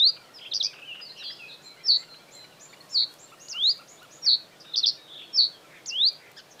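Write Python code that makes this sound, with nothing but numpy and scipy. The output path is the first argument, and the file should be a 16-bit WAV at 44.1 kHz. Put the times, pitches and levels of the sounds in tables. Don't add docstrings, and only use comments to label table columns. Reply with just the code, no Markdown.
import sys
import numpy as np
from scipy import signal
from scipy.fft import rfft, irfft
from scipy.io import wavfile
from scipy.ndimage import uniform_filter1d, map_coordinates

SR = 44100
rng = np.random.default_rng(int(sys.argv[2]) if len(sys.argv) > 2 else 0)


def put_to_file(sound):
    columns = np.atleast_2d(sound).T
    safe = np.clip(columns, -1, 1)
    whole_steps = np.round(safe * 32767)
    wavfile.write(sys.argv[1], SR, whole_steps.astype(np.int16))


N = 291060


def undb(db):
    return 10 ** (np.asarray(db) / 20)


def unit(x):
    return x / np.sqrt(np.mean(x ** 2))


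def add(track, start, sound):
    at = int(round(start * SR)) + np.arange(len(sound))
    inside = (at >= 0) & (at < N)
    track[at[inside]] += sound[inside]


def wander(size, rate):
    steps = np.arange(size) * rate / SR
    return map_coordinates(rng.standard_normal(4096), [steps + 8], order=2, mode="wrap")


def coloured(spectrum):
    hz, db = np.transpose(spectrum)
    bins = np.maximum(np.arange(N // 2 + 1) * SR / N, 1)
    gain = undb(np.interp(np.log(bins), np.log(hz), db))
    return unit(irfft(rfft(rng.standard_normal(N)) * gain, N))


def resonance(x, hz, width_hz):
    return signal.lfilter(*signal.iirpeak(hz, hz / width_hz, fs=SR), x)


def syrinx(hz, second_db, third_db):
    phase = 2 * np.pi * np.cumsum(hz) / SR
    partials = enumerate((0, second_db, third_db), 1)
    return sum(undb(db) * np.sin(k * phase) * (k * hz < SR / 2) for k, db in partials)


def arc(length, start_hz, middle_hz, end_hz):
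    u = np.linspace(0, 1, int(length * SR))
    parabola = np.polyfit([0, .5, 1], [start_hz, middle_hz, end_hz], 2)
    return np.polyval(parabola, u), np.sqrt(np.abs(np.sin(np.pi * u)))


def ramp(t, length):
    return np.sin(np.pi / 2 * np.clip(t / length, 0, 1)) ** 2


def sing(t, hz, db, attack_s, release_s):
    hz = hz * (1 + .0008 * wander(len(t), 700))
    airflow = undb(db + wander(len(t), 140)) * ramp(t - t[0], attack_s) * ramp(t[-1] - t, release_s)
    return airflow * syrinx(hz, -56, -48)


def swing(cycle, depth_hz):
    return -depth_hz * np.cos(2 * np.pi * cycle) * (1 + .06 * wander(len(cycle), 120))


def scatter(x, near_db, near_t60, far_db, far_t60):
    t = np.arange(SR) / SR
    response = 0
    for db, t60 in ((near_db, near_t60), (far_db, far_t60)):
        echo = rng.standard_normal(SR) * undb(-60 * t / t60) * (1 - np.exp(-t / .0039))
        response = response + undb(db) * echo / np.linalg.norm(echo)
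    return signal.fftconvolve(x, response)[:N]


# (frequency [Hz], relative spectral density [dB])
HUSH_SPECTRUM = [(25, -13.5), (80, -15.5), (105, -5.5), (145, 3), (230, -4), (340, -1), (580, 1.5),
                 (900, -4), (1400, -6.5), (2200, -10), (4000, -10), (7000, -17), (12000, -22.5),
                 (16000, -23.5)]
def hush(level_db=-54.5):
    return coloured(HUSH_SPECTRUM) * undb(level_db + .4 * wander(N, 3))


# (peak time [s], half length [s], level [dB])
LEAF_RUSTLES = [(2.366, 0.022, -64), (2.84, 0.084, -66), (3.13, .04, -63), (3.55, 0.37, -68),
                (4.04, 0.039, -75)]
# (time [s], level [dB])
STEM_TICKS = [(3.139, -43), (3.779, -50), (4.0297, -46), (4.246, -47), (6.1302, -47.5), (6.316, -44)]
def reeds(steady_db=-76, tick_s=.0022):
    t = np.arange(N) / SR
    swells = sum(undb(db) * np.exp(-((t - at) / half) ** 2) for at, half, db in LEAF_RUSTLES)
    rubbing = (undb(steady_db) + swells) * undb(1.2 * wander(N, 150))
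    out = rubbing * coloured([(500, -16.5), (4000, -1), (9000, 4), (12500, 0), (16000, -1.5)])
    t = t[:SR // 50]
    for start, db in STEM_TICKS:
        add(out, start, undb(db) * np.exp(-t / tick_s) * rng.standard_normal(len(t)))
    return out


# (time [s], level [dB])
DRONE_LEVELS = [(0, -85), (2.5, -82), (3.0, -64), (3.602, -79), (4.6, -69.5), (5.4, -64.5), (6.0, -81),
                (6.6, -78)]
def drone(hz=316.7, width_hz=41):
    band = resonance(rng.standard_normal(N), hz, width_hz)
    band = resonance(band, hz, width_hz)
    return unit(band) * undb(np.interp(np.arange(N) / SR, *np.transpose(DRONE_LEVELS)))


def chorus(count=220, level_db=-62, spread_db=3, fading_db=4):
    out = np.zeros(N)
    for when, length, height, bend, size in rng.random((count, 5)):
        centre_hz = 1300 * 3.4 ** height
        start_hz, end_hz = centre_hz * (1 + .271 * (bend - .5)), centre_hz * (1 - .22 * (bend - .5))
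        hz, swell = arc(.015 + .06 * length, start_hz, centre_hz, end_hz)
        db = level_db + spread_db * (2 * size - 1) + fading_db * (.5 - when)
        add(out, when * N / SR, undb(db) * swell * syrinx(hz, -16, -39))
    return scatter(out, -.63, .09, .42, .2)


# (time from the crest before stretching [s], drive [dB])
SLUR_AIRFLOW = [(-.188, -33), (-.165, -20.5), (-.14, -19.5), (-.1, -15.5), (-.06, -12), (-.02, -14),
                (-.004, -18.5), (.008, -20), (.016, -34)]
# (crest time [s], crest frequency [Hz], gain [dB], stretch [ratio])
RISING_SLURS = [(.0872, 4860, 2, 1.14), (3.7105, 4920, -.4, .97), (6.0815, 4850, .4, .96)]
def slurs(climb_oct_per_s=4.3, surge_oct=.125, surge_s=.018, hook_oct_per_s=2.8, dip_oct=.15, dip_s=.009):
    out = np.zeros(N)
    knots, drive = np.transpose(SLUR_AIRFLOW)
    for at, crest_hz, db, stretch in RISING_SLURS:
        t = np.arange(knots[0] * stretch, knots[-1] * stretch, 1 / SR)
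        u = t / stretch
        before, after = np.minimum(u, 0), np.maximum(u, 0)
        climb = climb_oct_per_s * before + surge_oct * np.expm1(before / surge_s)
        dip = dip_oct * np.exp((u[0] - u) / dip_s)
        hz = crest_hz * 2 ** uniform_filter1d(dip + climb - hook_oct_per_s * after, size=500)
        add(out, at + t[0], sing(t, hz, db + np.interp(u, knots, drive), .003, .0036))
    return out


def beak_hiss(song, gain_db=-47):
    envelope = uniform_filter1d(np.abs(song), size=600)
    hiss = coloured([(2000, -26), (8000, 9), (11000, -2.5), (13500, 2.5), (16000, -9)])
    return undb(gain_db) * envelope * hiss


# (time [s], level of the fundamental [dB])
CLUCKS = [(0.164, -49), (0.731, -47.5), (0.7555, -53), (0.7847, -51), (0.947, -49), (0.998, -48.5),
          (1.2208, -47.5), (2.0263, -53.5), (2.1376, -50.5), (4.645, -52.5)]
def chatter(pitch_hz=1500, rasp_hz=220, length=.016):
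    out = np.zeros(N)
    for start, db in CLUCKS:
        hz, swell = arc(length, .9 * pitch_hz, pitch_hz, .9 * pitch_hz)
        add(out, start, undb(db) * swell * syrinx(hz + rasp_hz * wander(len(hz), 900), 1.5, -23))
    return out


# (time [s], length [s], start [Hz], middle [Hz], end [Hz], level [dB])
FAR_WHISTLES = [ (0.338, 0.061, 5680, 5040, 4880, -43), (0.38, 0.025, 4500, 2970, 1800, -46.5),
                (0.447, 0.031, 2130, 2720, 2670, -41), (0.64, 0.08, 2180, 2555, 2240, -44.5),
                (0.817, 0.028, 3100, 2590, 3000, -39.5), (0.845, 0.032, 2870, 3090, 2920, -44.5),
                (0.873, 0.074, 2987, 2833, 2550, -34.5), (1.011, 0.044, 4880, 4960, 4800, -37),
                (1.19, 0.049, 4120, 3910, 3440, -40), (1.229, .112, 4980, 4620, 5440, -37),
                (1.233, 0.08, 4430, 4150, 3980, -37.5), (1.387, 0.105, 2870, 2523, 2647, -40),
                (1.927, 0.14, 1783, 2036, 2100, -56), (2.804, 0.014, 4080, 4350, 4270, -43.5),
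                (3.967, 0.048, 3220, 3700, 4130, -54), (4.24, 0.057, 2780, 1755, 1216, -49.5),
                (5.3, 0.14, 2410, 2465, 2460, -61), (5.513, 0.078, 3690, 3240, 3250, -52),
                (6.593, .019, 3880, 3520, 3400, -40.5)]
# (time [s], length [s], frequency [Hz], level [dB], rasp [0-1])
FAR_RASPS = [ (.407, 0.046, 3180, -40.5, 0.52), (0.447, .039, 3230, -38.5, 0.3),
             (0.729, 0.094, 2635, -48.5, 0.38), (0.926, 0.097, 2820, -42.5, 0.39),
             (1.053, 0.033, 4520, -39.5, .3), (1.087, 0.042, 4170, -39.5, .35),
             (1.158, 0.093, 2854, -42.5, 0.4), (1.171, 0.043, 5520, -47.5, 0.9),
             (1.227, .095, 3302, -37, 0.36), (1.48, 0.082, 3910, -41.5, .55), (1.386, 0.07, 1400, -54.5, 0),
             (1.64, 0.1, 4090, -44, 0.16), (1.657, 0.31, 1368, -63, 0.1), (2.499, .67, 1099, -62.5, 0.22),
             (2.082, 0.1, 4140, -46, 0.23), (2.334, 0.14, 4090, -45, 0.19), (4.599, 0.03, 4980, -44, 0.76),
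             (4.64, 0.21, 3660, -45.5, 0.3), (4.953, 0.17, 3750, -51.5, 0.16),
             (5.076, 0.19, 3470, -41, 0.5), (5.178, 0.082, 2954, -46.5, 0.7),
             (5.266, 0.11, 3230, -56.5, .1), (5.689, .13, 2123, -49.5, 0.76),
             (6.195, 0.13, 2080, -51, 0.74), (6.506, 0.031, 6230, -49, 0.9)]
def far_birds(waver_hz=35, rasp_hz=380, sag=.018):
    notes = [(*row, waver_hz) for row in FAR_WHISTLES]
    for start, length, hz, db, rasp in FAR_RASPS:
        notes.append((start, length, hz * (1 + sag), hz, hz * (1 - sag), db, rasp * rasp_hz))
    out = np.zeros(N)
    for start, length, *pitches, db, jitter_hz in notes:
        hz, swell = arc(length, *pitches)
        add(out, start, undb(db) * swell * syrinx(hz + jitter_hz * wander(len(hz), 600), -43, -44.5))
    return out


def drop(length, db, start_hz=4470, low_hz=3060, swell_db=19):
    t = np.arange(-length, 0, 1 / SR)
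    u = 1 + t / length
    drive = db + swell_db * (np.sin(np.pi * u ** 1.53) - 1)
    return sing(t, start_hz + (low_hz - start_hz) * u, drive, .0062, .00036)


def warble(pitch_hz, trill_hz, db, low_hz=3060, leap_s=.0082, length=.051, sag_hz_per_s=13500,
           depth_hz=700, push_db=13, trough_db=4, swell_db=9):
    t = np.arange(0, length, 1 / SR)
    cycle = trill_hz * (t - .015)
    leapt, trilling = ramp(t, leap_s), ramp(t - leap_s / 2, leap_s)
    hz = low_hz + (pitch_hz - low_hz) * leapt - sag_hz_per_s * t + trilling * swing(cycle, depth_hz)
    drive = db + push_db * (1 - leapt) + swell_db * (np.sin(np.pi * t / length) - 1)
    drive += trough_db * trilling * np.cos(2 * np.pi * cycle)
    return sing(t, hz, drive, .0014, .0032)


# (turning time [s], drop length [s], warble frequency [Hz],
# trill rate [Hz], drop drive [dB], warble drive [dB])
CHIRP_PAIRS = [(0.5331, 0.024, 5780, 107.5, -20, -20), (0.6235, 0.027, 5850, 102.4, -11, -19.5),
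               (4.7557, .0233, 5540, 124.6, -16, -18), (4.8556, 0.031, 5404, 116.6, -9, -15)]
def chirps():
    out = np.zeros(N)
    for at, drop_s, hz, trill_hz, drop_db, warble_db in CHIRP_PAIRS:
        add(out, at - drop_s, drop(drop_s, drop_db))
        add(out, at, warble(hz, trill_hz, warble_db))
    return out


# (time [s], length [s], top frequency [Hz], level [dB])
ARCHED_NOTES = [(1.299, .018, 2014, -44.5), (2.018, 0.026, 2170, -51.5), (2.441, 0.015, 2410, -48.5),
                (2.728, 0.018, 2360, -45), (3.019, 0.021, 2315, -47), (3.315, 0.035, 1365, -47.5),
                (3.538, 0.049, 1406, -46.5), (3.784, 0.043, 1405, -48.5), (4.007, 0.057, 1476, -48.5)]
def neighbour(foot=.68):
    out = np.zeros(N)
    for start, length, top_hz, db in ARCHED_NOTES:
        hz, swell = arc(length, foot * top_hz, top_hz, foot * top_hz)
        add(out, start, undb(db) * swell * syrinx(hz, -6, -18))
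    return out


# (time [s], plateau frequency [Hz], level [dB])
HIGH_CALLS = [(1.613, 7470, -58), (1.96, 7500, -56), (2.308, 7600, -52.5), (2.596, 7280, -48),
              (2.888, 7320, -49), (3.183, 7500, -51), (3.394, 6850, -48), (3.624, 7020, -49.5),
              (3.873, 7000, -50.5), (4.103, 7000, -51)]
def thin_caller(length=.082, rise_s=.0095, leap=.38, hoarse=.023):
    out = np.zeros(N)
    t = np.arange(int(length * SR)) / SR
    swell = np.abs(np.sin(np.pi * (t / length) ** .59))
    for start, top_hz, db in HIGH_CALLS:
        jitter = hoarse * (1.3 - t / length) * wander(len(t), 1300)
        hz = top_hz * (.99 - leap * np.exp(-t / rise_s) + jitter)
        add(out, start, undb(db) * swell * syrinx(hz, -44, -47.5))
    return out + scatter(out, -1.5, .14, 0, .37)


def lisp(length, pitch_hz, db, sag_hz_per_s=11000, hook_hz=1080, hook_s=.0044, swell_db_per_s=520):
    t = np.arange(-length, 0, 1 / SR)
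    hz = pitch_hz - sag_hz_per_s * (t + length / 4) + hook_hz * np.exp(t / hook_s)
    return sing(t, hz, db + swell_db_per_s * t, .014, .0027)


def buzz(glide_s, trill_s, pitch_hz, db, fade_db_per_s, above_hz=1190, settle_s=.015, trill_hz=132,
         depth_hz=360, onset_s=.03, rise_db_per_s=230, choke_db=9, build_db=1.5, lead_cycles=.12):
    t = np.arange(0, glide_s + trill_s, 1 / SR)
    u = t - glide_s
    cycle = trill_hz * u * (1 - 1.23 * u)
    trilling = ramp(u + onset_s / 2, onset_s)
    hz = pitch_hz + above_hz * np.exp(-t / settle_s) + trilling * swing(cycle, depth_hz)
    closing = np.exp(4 * (np.cos(2 * np.pi * (cycle + lead_cycles)) - 1))
    pulse_db = build_db * (1 - np.sin(2 * np.pi * cycle)) - choke_db * closing
    drive = db + np.minimum(rise_db_per_s * u, -fade_db_per_s * u) + trilling * pulse_db
    return sing(t, hz, drive, .0015, .014)


# (break time [s], glide [s], trill [s], trill centre [Hz], drive [dB],
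# decay [dB/s], lisp frequency [Hz], lisp drive [dB])
TSEER_NOTES = [(1.8766, 0.032, 0.07, 4180, -13, 90, 5200, -18),
               (2.943, 0.029, 0.081, 4093, -16.5, 48, 5230, -25.5),
               (4.2598, 0.028, 0.075, 4088, -13.5, 28, 5400, -18),
               (5.371, 0.026, 0.081, 4133, -12, 138, 5190, -13.5)]
def tseers(lisp_s=.047):
    out = np.zeros(N)
    for at, *buzz_settings, lisp_hz, lisp_db in TSEER_NOTES:
        add(out, at - lisp_s, lisp(lisp_s, lisp_hz, lisp_db))
        add(out, at, buzz(*buzz_settings))
    return out


# (time [s], length [s], top trill centre [Hz], drive [dB])
LEAD_IN_FLICKS = [(3.481, 0.061, 7080, -31.5), (5.856, 0.063, 7190, -28)]
def flicks(start_hz=2850, leap_s=.0093, fall_hz_per_s=54000, trill_hz=140, depth_hz=400, swell_db=5):
    out = np.zeros(N)
    for at, length, top_hz, db in LEAD_IN_FLICKS:
        t = np.arange(0, length, 1 / SR)
        cycle = trill_hz * (t - leap_s) + .5
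        leap = (top_hz - start_hz + swing(cycle, depth_hz)) * ramp(t, leap_s)
        hz = start_hz + leap - fall_hz_per_s * np.maximum(t - leap_s, 0)
        add(out, at, sing(t, hz, db + swell_db * np.sin(np.pi * t / length), .0076, .02))
    return out


def squawk(start=6.364, length=.045, pitch_hz=1650, fall=.9, rasp_hz=90, level_db=-48):
    hz, swell = arc(length, pitch_hz, pitch_hz, fall * pitch_hz)
    phase = 2 * np.pi * np.cumsum(hz + rasp_hz * wander(len(hz), 745)) / SR
    tone = sum(undb(level_db + db) * np.sin(k * phase) for k, db in enumerate((.5, 1.5, 4.5, -8), 1))
    out = np.zeros(N)
    add(out, start, swell * tone)
    return out


def scene(pan_db=-.2):
    voice = slurs() + flicks() + chirps() + tseers()
    song = resonance(voice, hz=4526, width_hz=1170)
    far = far_birds()
    low = neighbour() + chatter() + squawk()
    song = song + beak_hiss(song) + scatter(song, -19.5, .084, -14.5, .27)
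    far = far + scatter(far, -10.5, .11, -8.5, .65)
    low = low + scatter(low, -16, .08, -12, .5)
    background = far + low + hush() + thin_caller() + chorus() + reeds() + drone()
    return song * undb(np.array([[pan_db], [-pan_db]]) / 2) + background


def record(dry, cutoff_hz=15450):
    rounded = np.tanh(.6 * dry) / .6
    return signal.sosfilt(signal.ellip(10, .1, 80, cutoff_hz, fs=SR, output="sos"), rounded)


dry = scene()
out = record(dry)
put_to_file(out)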